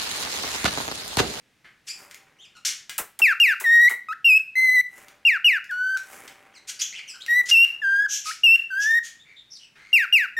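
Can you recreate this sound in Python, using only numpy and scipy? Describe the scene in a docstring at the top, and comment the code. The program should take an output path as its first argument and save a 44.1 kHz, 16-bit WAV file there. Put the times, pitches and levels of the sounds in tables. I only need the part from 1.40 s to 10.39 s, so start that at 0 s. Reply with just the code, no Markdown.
"""Clear whistles, raspy hisses and soft chirps: a cockatiel sings in a wire cage in a living room, close by.
Its beak clicks and taps the wires; soft rustles, dull knocks and steady room noise lie underneath.
Whistles and chirps are sine tones with overtones. Hisses, contacts and rustles are shaped noise.
The room rings briefly after every note, and a limiter holds down the loudest ones."""
import sys
import numpy as np
from scipy import signal
from scipy.fft import rfft, irfft
from scipy.io import wavfile
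from scipy.ndimage import uniform_filter1d

SR = 44100
rng = np.random.default_rng(int(sys.argv[2]) if len(sys.argv) > 2 else 0)


def master(y):
    """Save y as 16-bit WAV."""
    cut = np.clip(np.atleast_2d(y).T, -1, 1)
    pcm = np.round(cut * 32767)  # scale
    wavfile.write(sys.argv[1], SR, pcm.astype(np.int16))


N = 396459
TIME = np.arange(N) / SR
CUTOFF_HZ = 15900  # nothing much is heard above this

# Colour of the steady room noise. Each row: frequency in Hz, level in dB.
ROOM_NOISE_COLOUR = [(25, -14.5), (50, -4.5), (80, -9), (120, -1), (250, -4.5), (600, -11.5), (1200, -13),
                     (2000, -7.5), (6000, -19), (10000, -25), (16000, -31.5)]
# How long the room rings. Each row: frequency in Hz, time to die away by 60 dB in seconds.
ROOM_DECAY = [(200, 0.26), (1500, 0.43), (3000, 0.35), (6000, 0.33), (10000, 0.29), (16000, 0.28)]

# Soft rustles. Each row: start in seconds, rise in seconds, level in dB,
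# basic fade in dB per second (sped up or slowed down separately for low and high pitches).
RUSTLES = [(.45, 0.15, -50, 43.5), (3.49, 0.09, -49.5, 56), (4.58, .16, -44.5, 36),
           (5.501, 0.53, -55, 20.5)]
# Colour of the rustles. Each row: frequency in Hz, level in dB.
RUSTLE_COLOUR = [(100, -15.5), (300, -3), (750, -4), (1300, -1), (2200, -1), (4000, -17), (7000, -7),
                 (10000, -8.5), (16000, -14.5)]
# Faint ringing in the rustles. Each row: frequency in Hz, relative level in dB.
RUSTLE_RINGS = [(410, -10), (585, -2.5), (780, 1)]
RUSTLE_RISE_DB = 21  # each swells by this much
RUSTLE_SPLIT_HZ = 3500  # low and high parts fade at different speeds
RUSTLE_LOW_HASTE, RUSTLE_HIGH_HASTE = 0.89, 2.2  # times the basic fade

# Low flutter under the loudest notes. Each row: frequency in Hz, level in dB.
FLUTTER_COLOUR = [(40, -1), (130, 2), (300, -5.5), (700, -10.5), (2500, -48.5)]

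# Dull knocks. Each row: start in seconds, level in dB, time to die to about a third in seconds.
KNOCKS = [(.245, -51, 0.04), (8.357, -54, 0.12)]
# Colour of the knocks. Each row: frequency in Hz, level in dB.
KNOCK_COLOUR = [(300, -10), (800, -13.5), (1700, 3.5), (3000, -5), (5000, -16), (16000, -34)]
# Dry beak clicks. Each row: start in seconds, level in dB, time to die to about a third in seconds.
BEAK_CLICKS = [(.711, -39, 0.0047), (.745, -33, 0.0018), (1.495, -29.5, 0.01), (2.0, -21.5, 0.00067),
               (2.982, -53, 0.0023), (2.992, -43, 0.003), (3.683, -39, 0.0026), (4.243, -43, 0.003),
               (4.311, -36, 0.0018), (4.572, -28.5, 0.0029), (4.878, -36.5, 0.0044), (5.863, -29.5, 0.0024),
               (6.249, -28.5, 0.0022), (7.157, -29, 0.0019)]
# Colour of the clicks. Each row: frequency in Hz, level in dB.
BEAK_CLICK_COLOUR = [(300, -41.5), (1000, -19.5), (1600, 9), (4000, 1), (7000, 2), (10000, -7),
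                     (16000, -8.5)]
# Taps on the cage wires. Each row: start in seconds, level in dB, time to die to about a third in seconds.
WIRE_TAPS = [(1.58, -19.5, 0.02035), (1.79, -25, 0.013), (2.2, -30.5, 0.0377), (2.493, -26.5, .022)]
# Colour of the taps. Each row: frequency in Hz, level in dB.
WIRE_TAP_COLOUR = [(150, -29), (400, -0.5), (700, 1.5), (1500, 5), (3000, -3), (4800, -9), (7500, -0.5),
                   (11000, -0.5), (16000, -2)]

# Raspy hisses. Each row: start in seconds, rise in seconds, fall in seconds, level in dB,
# main throat resonance in Hz, focus on the resonances (0 plain hiss, 1 all resonance).
RASPS = [ (0.466, 0.02, 0.01, -35.5, 5400, 0.05), (1.249, 0.00092, 0.064, -24, 5840, 0.12),
         (5.27, 0.029, 0.01, -31.5, 6240, 0.02), (5.39, 0.01, 0.03, -32.5, 4840, 0.37),
         (5.408, 0.012, 0.016, -21, 6270, 0.96), (6.054, 0.0059, 0.094, -41, 6740, 0.1),
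         (6.084, 0.017, 0.0083, -23, 5520, 0.24), (6.681, 0.054, 0.062, -25.5, 6174, 1),
         (6.837, 0.035, 0.067, -33, 5200, 0.07), (7.394, 0.035, 0.034, -30, 5730, 1),
         (7.626, 0.027, 0.049, -40.5, 6500, 0.2), ]
# Colour of the breath behind the hisses. Each row: frequency in Hz, level in dB.
BREATH_COLOUR = [(900, -26.5), (1500, -7.5), (2200, -2.5), (4000, -0.5), (6500, 3), (9000, -5.5),
                 (13000, -16.5), (16000, -25.5)]

# Soft chirps between the phrases. Each row: start in seconds, length in seconds, first pitch in Hz,
# middle pitch in Hz, last pitch in Hz, level in dB, overtone boost in dB, roughness (0 smooth, about 1 rough).
CHIRPS = [ (0.49, 0.032, 2330, 2455, 2730, -44.5, 1.5, 0.42),
          (.986, .08, 2850, 3680, 2100, -51.5, -12.5, 0.48),
          (1.151, 0.0357, 1490, 1420, 1380, -55, -18.5, 0.71),
          (5.135, 0.053, 3340, 2155, 1890, -57.5, -6, 0.31),
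          (5.524, 0.08, 1930, 3095, 1938, -40, -19, 1.17),
          (5.674, 0.054, 3290, 2627, 2390, -47.5, -1.5, 0.71),
          (5.737, 0.0265, 1570, 1546, 1385, -48.5, -21, 0.5), (5.803, 0.027, 2960, 3820, 3830, -43, -13, 1),
          (7.79, .043, 3420, 3640, 3660, -53.5, -15.5, 0.42),
          (7.847, .099, 2040, 2353, 1862, -57.5, -26, 1.05),
          (7.96, 0.058, 3590, 3660, 3570, -49.5, -24, 0.71),
          (8.102, 0.077, 5610, 5810, 3620, -45.5, -6, 1.11), (8.191, .069, 3050, 3047, 2575, -53, -13, 1),
          (8.349, 0.24, 1840, 2180, 2065, -60.5, -19, 1.17), ]
# Throat colour of chirp overtones, before a boost that grows with order. Each row: frequency in Hz, level in dB.
CHIRP_OVERTONES = [(2800, 16.5), (5000, 7.5), (7500, 0), (10000, -17), (15000, -34)]

# Throat colour of whistle overtones, before a cut that grows with order. Each row: frequency in Hz, level in dB.
WHISTLE_OVERTONES = [(2500, -11), (3100, -29), (4000, -23.5), (5500, -27), (7000, -28.5), (8500, -31.5),
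                     (11000, -29), (13500, -22), (16000, -37)]
EDGE_S = 0.0031  # the voice switches on and off this fast
PITCH_TREMOR, PITCH_TREMOR_PER_S = 0.0053, 85  # share of the pitch, turns per second
SHIMMER_DB, SHIMMER_PER_S = 1.5, 71  # tremor of the overtones

# Falling whistles in pairs. Each row: start in seconds, length in seconds, reference top pitch in Hz,
# level before fading in dB, reference fade in dB, treble boost at 9 kHz in dB.
SLURS = [ (1.818, 0.12, 2747, -7.5, 16, 1), (2, .146, 2865, -4.5, 21, 2.5),
         (3.85, 0.13, 2827, -9.5, 18, -4), (4.044, .145, 2914, -7.5, 20.5, -1),
         (8.529, 0.13, 2834, -7, 21.5, 1.5), (8.725, 0.14, 2853, -7, 23, 1), ]
# The fall every slur follows. Each row: share of its length, share of the top pitch, share of the fade.
SLUR_SHAPE = [(0, 0.99, 0.31), (.17, 0.9793, 0.11), (.31, .865, 0.13), (.47, .7, .58), (.68, .618, .68),
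              (.88, .527, 0.81), (1, 0.45, 1.38)]

# Loud high notes with a dip. Each row: start in seconds, length in seconds, first pitch in Hz, dip pitch in Hz,
# last pitch in Hz, time to reach the dip in seconds, level after the attack in dB, treble boost at 9 kHz in dB.
HIGH_NOTES = [ (2.844, .136, 2792, 2490, 2630, .08, -11.5, 0), (6.112, .14, 2826, 2668, 2815, 0.049, -6, 0),
              (7.034, .128, 2835, 2642, 2764, 0.0502, -8, -2.5), ]
HIGH_HOLD_S = 0.013  # the pitch holds before the dip
HIGH_ATTACK_S, HIGH_ATTACK_DB = 0.012, 8.5  # the level comes up from this far below

# Held notes. Each row: start in seconds, length in seconds, first pitch in Hz, last pitch in Hz,
# bend (1 straight, more for a late glide, less for an early one), starting scoop in Hz, ending flick in Hz,
# warble reached at the end in Hz, mid-note level in dB, swell over the note in dB, treble boost at 9 kHz in dB.
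HELD_NOTES = [ (2.24, 0.25, 1756, 1924, .35, 210, 268, 10.5, -12, 7, -2.5),
              (2.685, 0.05254, 1271, 1480, 3.2, -0.5, 457.5, 0.5, -24.5, -5.5, 0.5),
              (3.154, 0.26, 2049, 1975, 2.83, -35, 67.5, 36, -16, 0.5, 2),
              (4.292, .279, 1443, 1554, 0.93, 442, -110, 0.5, -25, 5, -4),
              (5.881, 0.135, 1869, 1994, 0.83, 13.5, -27.5, 25.5, -16.5, 4, 1.5),
              (6.417, 0.25, 1590, 1760, 5.62, 220.5, -280, 0.5, -21, 0, -5.5),
              (6.856, .065, 1250, 1345, 2, -1, 701.5, -2, -30, -3, -8),
              (7.303, 0.29, 1439, 1903, .8, 132.5, -130, 11.5, -21.5, 9.5, -0.5),
              (8.966, .06, 1774, 1732, 0.94, 84, 0, -9.5, -20, 1.5, 1.5), ]
SCOOP_S, FLICK_S = 0.028, 0.014  # slides on to its pitch, flicks off it
HELD_ATTACK_S, HELD_ATTACK_DB, HELD_RELEASE_DB = 0.03, 8.5, 3
WANDER, WANDER_DB, WANDER_PER_S = 0.0032, 1.08, 10  # slow straying: share of pitch, loudness, turns per second
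WARBLE_PER_S, WARBLE_DB_PER_HZ = 10.59, -0.01  # the level drops slightly as the warble lifts the pitch


def from_db(db):
    """Turn decibels into gain."""
    return 10 ** (np.asarray(db) / 20)


def rms_one(x):
    """Scale a sound to an average strength (rms) of 1."""
    return x / np.sqrt(np.mean(x ** 2) + 1e-20)


def at_hz(points, hz):
    """Read a colour table at any frequency, on a log-frequency axis."""
    table_hz, value = np.transpose(points)
    return np.interp(np.log(np.maximum(hz, 1)), np.log(table_hz), value)


def at_time(rows, t):
    """Read the columns of a curve at the times t."""
    table_time, *columns = np.transpose(rows)
    return [np.interp(t, table_time, column) for column in columns]


def ramp(t, length):
    """Go from 0 to 1 over `length`, then stay."""
    return np.clip(t / length, 0, 1)


def noise(colour, size):
    """Make noise of a given colour, rms 1, by reshaping the spectrum of white noise."""
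    white = rfft(rng.standard_normal(size))
    gain = from_db(at_hz(colour, np.fft.rfftfreq(size, 1 / SR)))
    return rms_one(irfft(white * gain, size))


def waver(rate, size=N):
    """Smooth chance movement with about `rate` turns a second, rms 1."""
    r = np.exp(-2 * np.pi * rate / SR)
    return rms_one(signal.lfilter([1], [1, -2 * r, r * r], rng.standard_normal(size)))


def resonate(x, hz, width_hz):
    """A resonance applied twice, for steep skirts; gain 1 at its peak."""
    r = np.exp(-np.pi * width_hz / SR)
    b = np.array([1, 0, -1]) * (1 - r * r) / 2
    a = [1, -2 * r * np.cos(2 * np.pi * hz / SR), r * r]
    return signal.lfilter(b, a, signal.lfilter(b, a, x))


def background(level_db=-65.5, side_db=-12.0):
    """Steady room noise: a shared middle plus a weaker part opposite in the two channels."""
    middle = noise(ROOM_NOISE_COLOUR, N)
    side = from_db(side_db) * noise(ROOM_NOISE_COLOUR, N) * [[1], [-1]]
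    return from_db(level_db) * (middle + side)


def rustle_swells(haste):
    """Strength of the rustles over time, fading `haste` times as fast as the basic fade."""
    total = np.zeros(N)
    for start, rise, level_db, fade in RUSTLES:
        t = TIME - start
        rise_db = -RUSTLE_RISE_DB * (1 - ramp(t, rise))
        fade_db = -haste * fade * np.maximum(t - rise, 0)
        total += from_db(level_db + rise_db + fade_db) * (t > 0)
    return total


def rustles(grain_db=3.0, ring_db=8.0, ring_width_hz=35):
    """Grainy noise that swells and fades, the treble faster, with a few faint resonances."""
    grains = from_db(grain_db * waver(250)) * noise(RUSTLE_COLOUR, N)
    low_pass = signal.butter(3, RUSTLE_SPLIT_HZ, "low", fs=SR, output="sos")
    high_pass = signal.butter(3, RUSTLE_SPLIT_HZ, "high", fs=SR, output="sos")
    low = rustle_swells(RUSTLE_LOW_HASTE) * signal.sosfilt(low_pass, grains)
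    high = rustle_swells(RUSTLE_HIGH_HASTE) * signal.sosfilt(high_pass, grains)
    rings = np.zeros(N)
    for hz, db in RUSTLE_RINGS:
        rings += from_db(ring_db + db) * resonate(low, hz, ring_width_hz)
    return low + high + rings


def low_flutter(song, flutter_db=-39.5):
    """Faint, lumpy low noise whose strength follows the power of the whistles, up to a limit."""
    power = uniform_filter1d(song ** 2, size=400)
    lumps = from_db(flutter_db + 4.3 * waver(60))
    return lumps * np.minimum(power, 0.15) * noise(FLUTTER_COLOUR, N)


def contacts(events, colour):
    """Each contact is a sudden burst of fine chatter that dies away exponentially."""
    out, chatter = np.zeros(N), noise(colour, N)
    for start, level_db, length in events:
        on = (TIME >= start) & (TIME < start + 10 * length)
        decay = np.exp((start - TIME[on]) / length)
        out[on] += from_db(level_db) * decay * chatter[on]
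    return out


def wire_taps(lag_s=0.014):
    """Bending waves in a wire run slower at low pitch, so a tap sweeps downwards."""
    hz = np.fft.rfftfreq(N, 1 / SR)
    # No delay from 4 kHz up; half of lag_s at 1 kHz
    delay = lag_s * np.maximum(np.sqrt(1000 / np.maximum(hz, 100)) - 0.5, 0)
    # Adding up the delay over frequency gives the phase turn that causes it
    phase = 2 * np.pi * np.cumsum(delay) * SR / N
    return irfft(rfft(contacts(WIRE_TAPS, WIRE_TAP_COLOUR)) * np.exp(-1j * phase), N)


def rasps(grain_db=0.5):
    """Fluttering hiss through a throat with weaker resonances an octave either side of the main one."""
    out, hiss = np.zeros(N), noise(BREATH_COLOUR, N) * from_db(grain_db * waver(180))
    for start, rise, fall, level_db, hz, focus in RASPS:
        on = (TIME >= start) & (TIME < start + rise + 2 * fall)
        t, air = TIME[on] - start, rms_one(hiss[on])
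        throat = resonate(air, hz, 1600)
        throat += 0.47 * resonate(air, hz / 2, 1300)
        throat += 0.53 * resonate(air, 2 * hz, 2200)
        swell = np.minimum(t / rise, 1) * np.exp(-2 * (np.maximum(t - rise, 0) / fall) ** 2)
        rasp = np.sqrt(focus) * rms_one(throat) + np.sqrt(1 - focus) * air
        out[on] += from_db(level_db) * swell * rasp
    return out


def syrinx(pitch, overtones, brightness_db, tilt_db):
    """The bird's voice: a sine plus overtones shaped by the throat, with a tilt from order to order."""
    phase = 2 * np.pi * np.cumsum(pitch) / SR
    tone = np.sin(phase)
    for order in np.arange(2, 11):
        hz = order * pitch
        overtone_db = at_hz(overtones, hz) + brightness_db(hz) + tilt_db * (order - 2) / 2
        tone += from_db(overtone_db) * (hz < CUTOFF_HZ) * np.sin(order * phase)
    return np.sqrt(2) * tone


def chirps(jitter=0.05, shimmer_db=4.4):
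    """Muttered arcs of pitch; the rough ones jump about in pitch and loudness."""
    out, tremor, shimmer = np.zeros(N), waver(330), waver(320)
    for start, length, first_hz, middle_hz, last_hz, level_db, overtones_db, rough in CHIRPS:
        on = (TIME > start) & (TIME < start + length)
        along = (TIME[on] - start) / length
        arc = np.interp(along, [0, 0.5, 1], [first_hz, middle_hz, last_hz])
        pitch = arc * (1 + rough * jitter * tremor[on])
        arch = np.sqrt(np.abs(np.sin(np.pi * along)))
        swell = arch * from_db(level_db + rough * shimmer_db * shimmer[on])
        out[on] += swell * syrinx(pitch, CHIRP_OVERTONES, lambda hz: overtones_db, tilt_db=5.5)
    return out


def note_time(length):
    """Seconds since the start of a note."""
    return np.arange(int(length * SR)) / SR


def add_whistle(out, start, pitch, level_db, treble_db):
    """Sing one smooth, slightly trembling glide into `out`; treble_db brightens or dulls its overtones."""
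    t, first = np.arange(len(pitch)) / SR, int(start * SR)
    tremor = waver(PITCH_TREMOR_PER_S, size=SR)[-len(t):]
    shimmer = waver(SHIMMER_PER_S, size=SR)[-len(t):]
    pitch = uniform_filter1d(pitch, size=400, mode="nearest") * (1 + PITCH_TREMOR * tremor)
    gate = np.sin(np.pi / 2 * ramp(np.minimum(t, t[-1] - t), EDGE_S))

    def brightness_db(hz):
        """The treble boost grows with frequency, and the shimmer moves all overtones."""
        return treble_db * hz / 9000 + SHIMMER_DB * shimmer

    tone = syrinx(pitch, WHISTLE_OVERTONES, brightness_db, tilt_db=-4.5)
    out[first:first + len(t)] += (from_db(level_db) * gate * tone)[:N - first]


def held_notes():
    """Each slides on to its pitch, glides while its level drifts and it warbles, and ends in a quick flick."""
    out = np.zeros(N)
    for (start, length, first_hz, last_hz, bend, scoop_hz, flick_hz, warble_hz,
         level_db, swell_db, treble_db) in HELD_NOTES:
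        t = note_time(length)
        along, ending = t / length, ramp(t - length + FLICK_S, FLICK_S)
        stray = waver(WANDER_PER_S, size=SR)[-len(t):]
        warble = warble_hz * along * np.cos(2 * np.pi * WARBLE_PER_S * t)
        glide = first_hz + (last_hz - first_hz) * along ** bend
        scoop = scoop_hz * (1 - ramp(t, SCOOP_S))
        pitch = glide * (1 + WANDER * stray) + scoop + flick_hz * ending + warble
        attack_db = -HELD_ATTACK_DB * (1 - ramp(t, HELD_ATTACK_S))
        envelope_db = swell_db * (along - 0.5) + attack_db - HELD_RELEASE_DB * ending
        wander_db = WANDER_DB * stray + WARBLE_DB_PER_HZ * warble
        add_whistle(out, start, pitch, level_db + envelope_db + wander_db, treble_db)
    return out


def high_notes():
    """Full-force notes: the pitch holds, eases down into a dip and climbs steadily again."""
    out = np.zeros(N)
    for start, length, first_hz, dip_hz, last_hz, dip_s, level_db, treble_db in HIGH_NOTES:
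        t = note_time(length)
        sink = np.sin(np.pi / 2 * ramp(t - HIGH_HOLD_S, dip_s - HIGH_HOLD_S)) ** 2
        climb = ramp(t - dip_s, length - dip_s)
        pitch = first_hz + (dip_hz - first_hz) * sink + (last_hz - dip_hz) * climb
        attack_db = -HIGH_ATTACK_DB * (1 - ramp(t, HIGH_ATTACK_S))
        add_whistle(out, start, pitch, level_db + attack_db, treble_db)
    return out


def slurs():
    """Each slur starts near its top pitch and falls a little over an octave, fading as it goes."""
    out = np.zeros(N)
    for start, length, top_hz, level_db, fade_db, treble_db in SLURS:
        fall, fade = at_time(SLUR_SHAPE, note_time(length) / length)
        add_whistle(out, start, top_hz * fall, level_db - fade_db * fade, treble_db)
    return out


def room(x, wet_db, treble_db, side_db, gap_s=0.0042):
    """Dense wall reflections, each band with its own decay; nearly alike at two close microphone ports."""
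    t = TIME[:SR * 3 // 4]
    hz = np.fft.rfftfreq(len(t), 1 / SR)
    white = rfft(rng.standard_normal((2, len(t))))
    centres, tail = np.array(ROOM_DECAY)[:, 0], 0
    for share, (centre, t60) in zip(np.eye(len(centres)), ROOM_DECAY):
        decay = from_db(-60 * t / t60) * (t > gap_s)  # a short gap before the first reflection
        decay = decay / np.sqrt(np.sum(decay ** 2))
        band = irfft(white * np.interp(hz, centres, share), len(t))
        tail = tail + band * decay * from_db(treble_db * (centre > 4500))
    mid, side = signal.fftconvolve(x[None], tail, axes=1)[:, :N]
    return from_db(wet_db) * (mid + from_db(side_db) * side * [[1], [-1]])


def scene():
    """The bird sits a little left of centre; its hisses and chirps spread into the room more than its whistles."""
    song = slurs() + high_notes() + held_notes()
    close = song + wire_taps()
    noises = chirps() + rasps()
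    noises += contacts(BEAK_CLICKS, BEAK_CLICK_COLOUR) + contacts(KNOCKS, KNOCK_COLOUR)
    reflections = room(close, wet_db=-12.0, treble_db=-2.0, side_db=-27.5)
    reflections += room(noises, wet_db=1.5, treble_db=-3.0, side_db=-18.5)
    pan = from_db([[0.54], [-0.54]])  # left, right
    bird = (close + noises + reflections) * pan
    return bird + low_flutter(song) + rustles() + background()


def record(dry, ceiling_db=-9.0, release_db_per_s=148.5):
    """A fast limiter flattens the loudest whistles, then a steep filter cuts the top."""
    level_db = 20 * np.log10(np.abs(dry.mean(axis=0)) + 1e-9)
    over_db = np.maximum(level_db - ceiling_db, 0)
    # Hold each peak and let go at a steady number of dB per second
    release_db = release_db_per_s * TIME
    held_db = np.maximum.accumulate(over_db + release_db) - release_db
    limited = dry * from_db(-uniform_filter1d(held_db, size=64))
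    top_cut = signal.ellip(10, 0.1, 80, CUTOFF_HZ, fs=SR, output="sos")
    return signal.sosfilt(top_cut, limited)


dry = scene()
out = record(dry)
master(out)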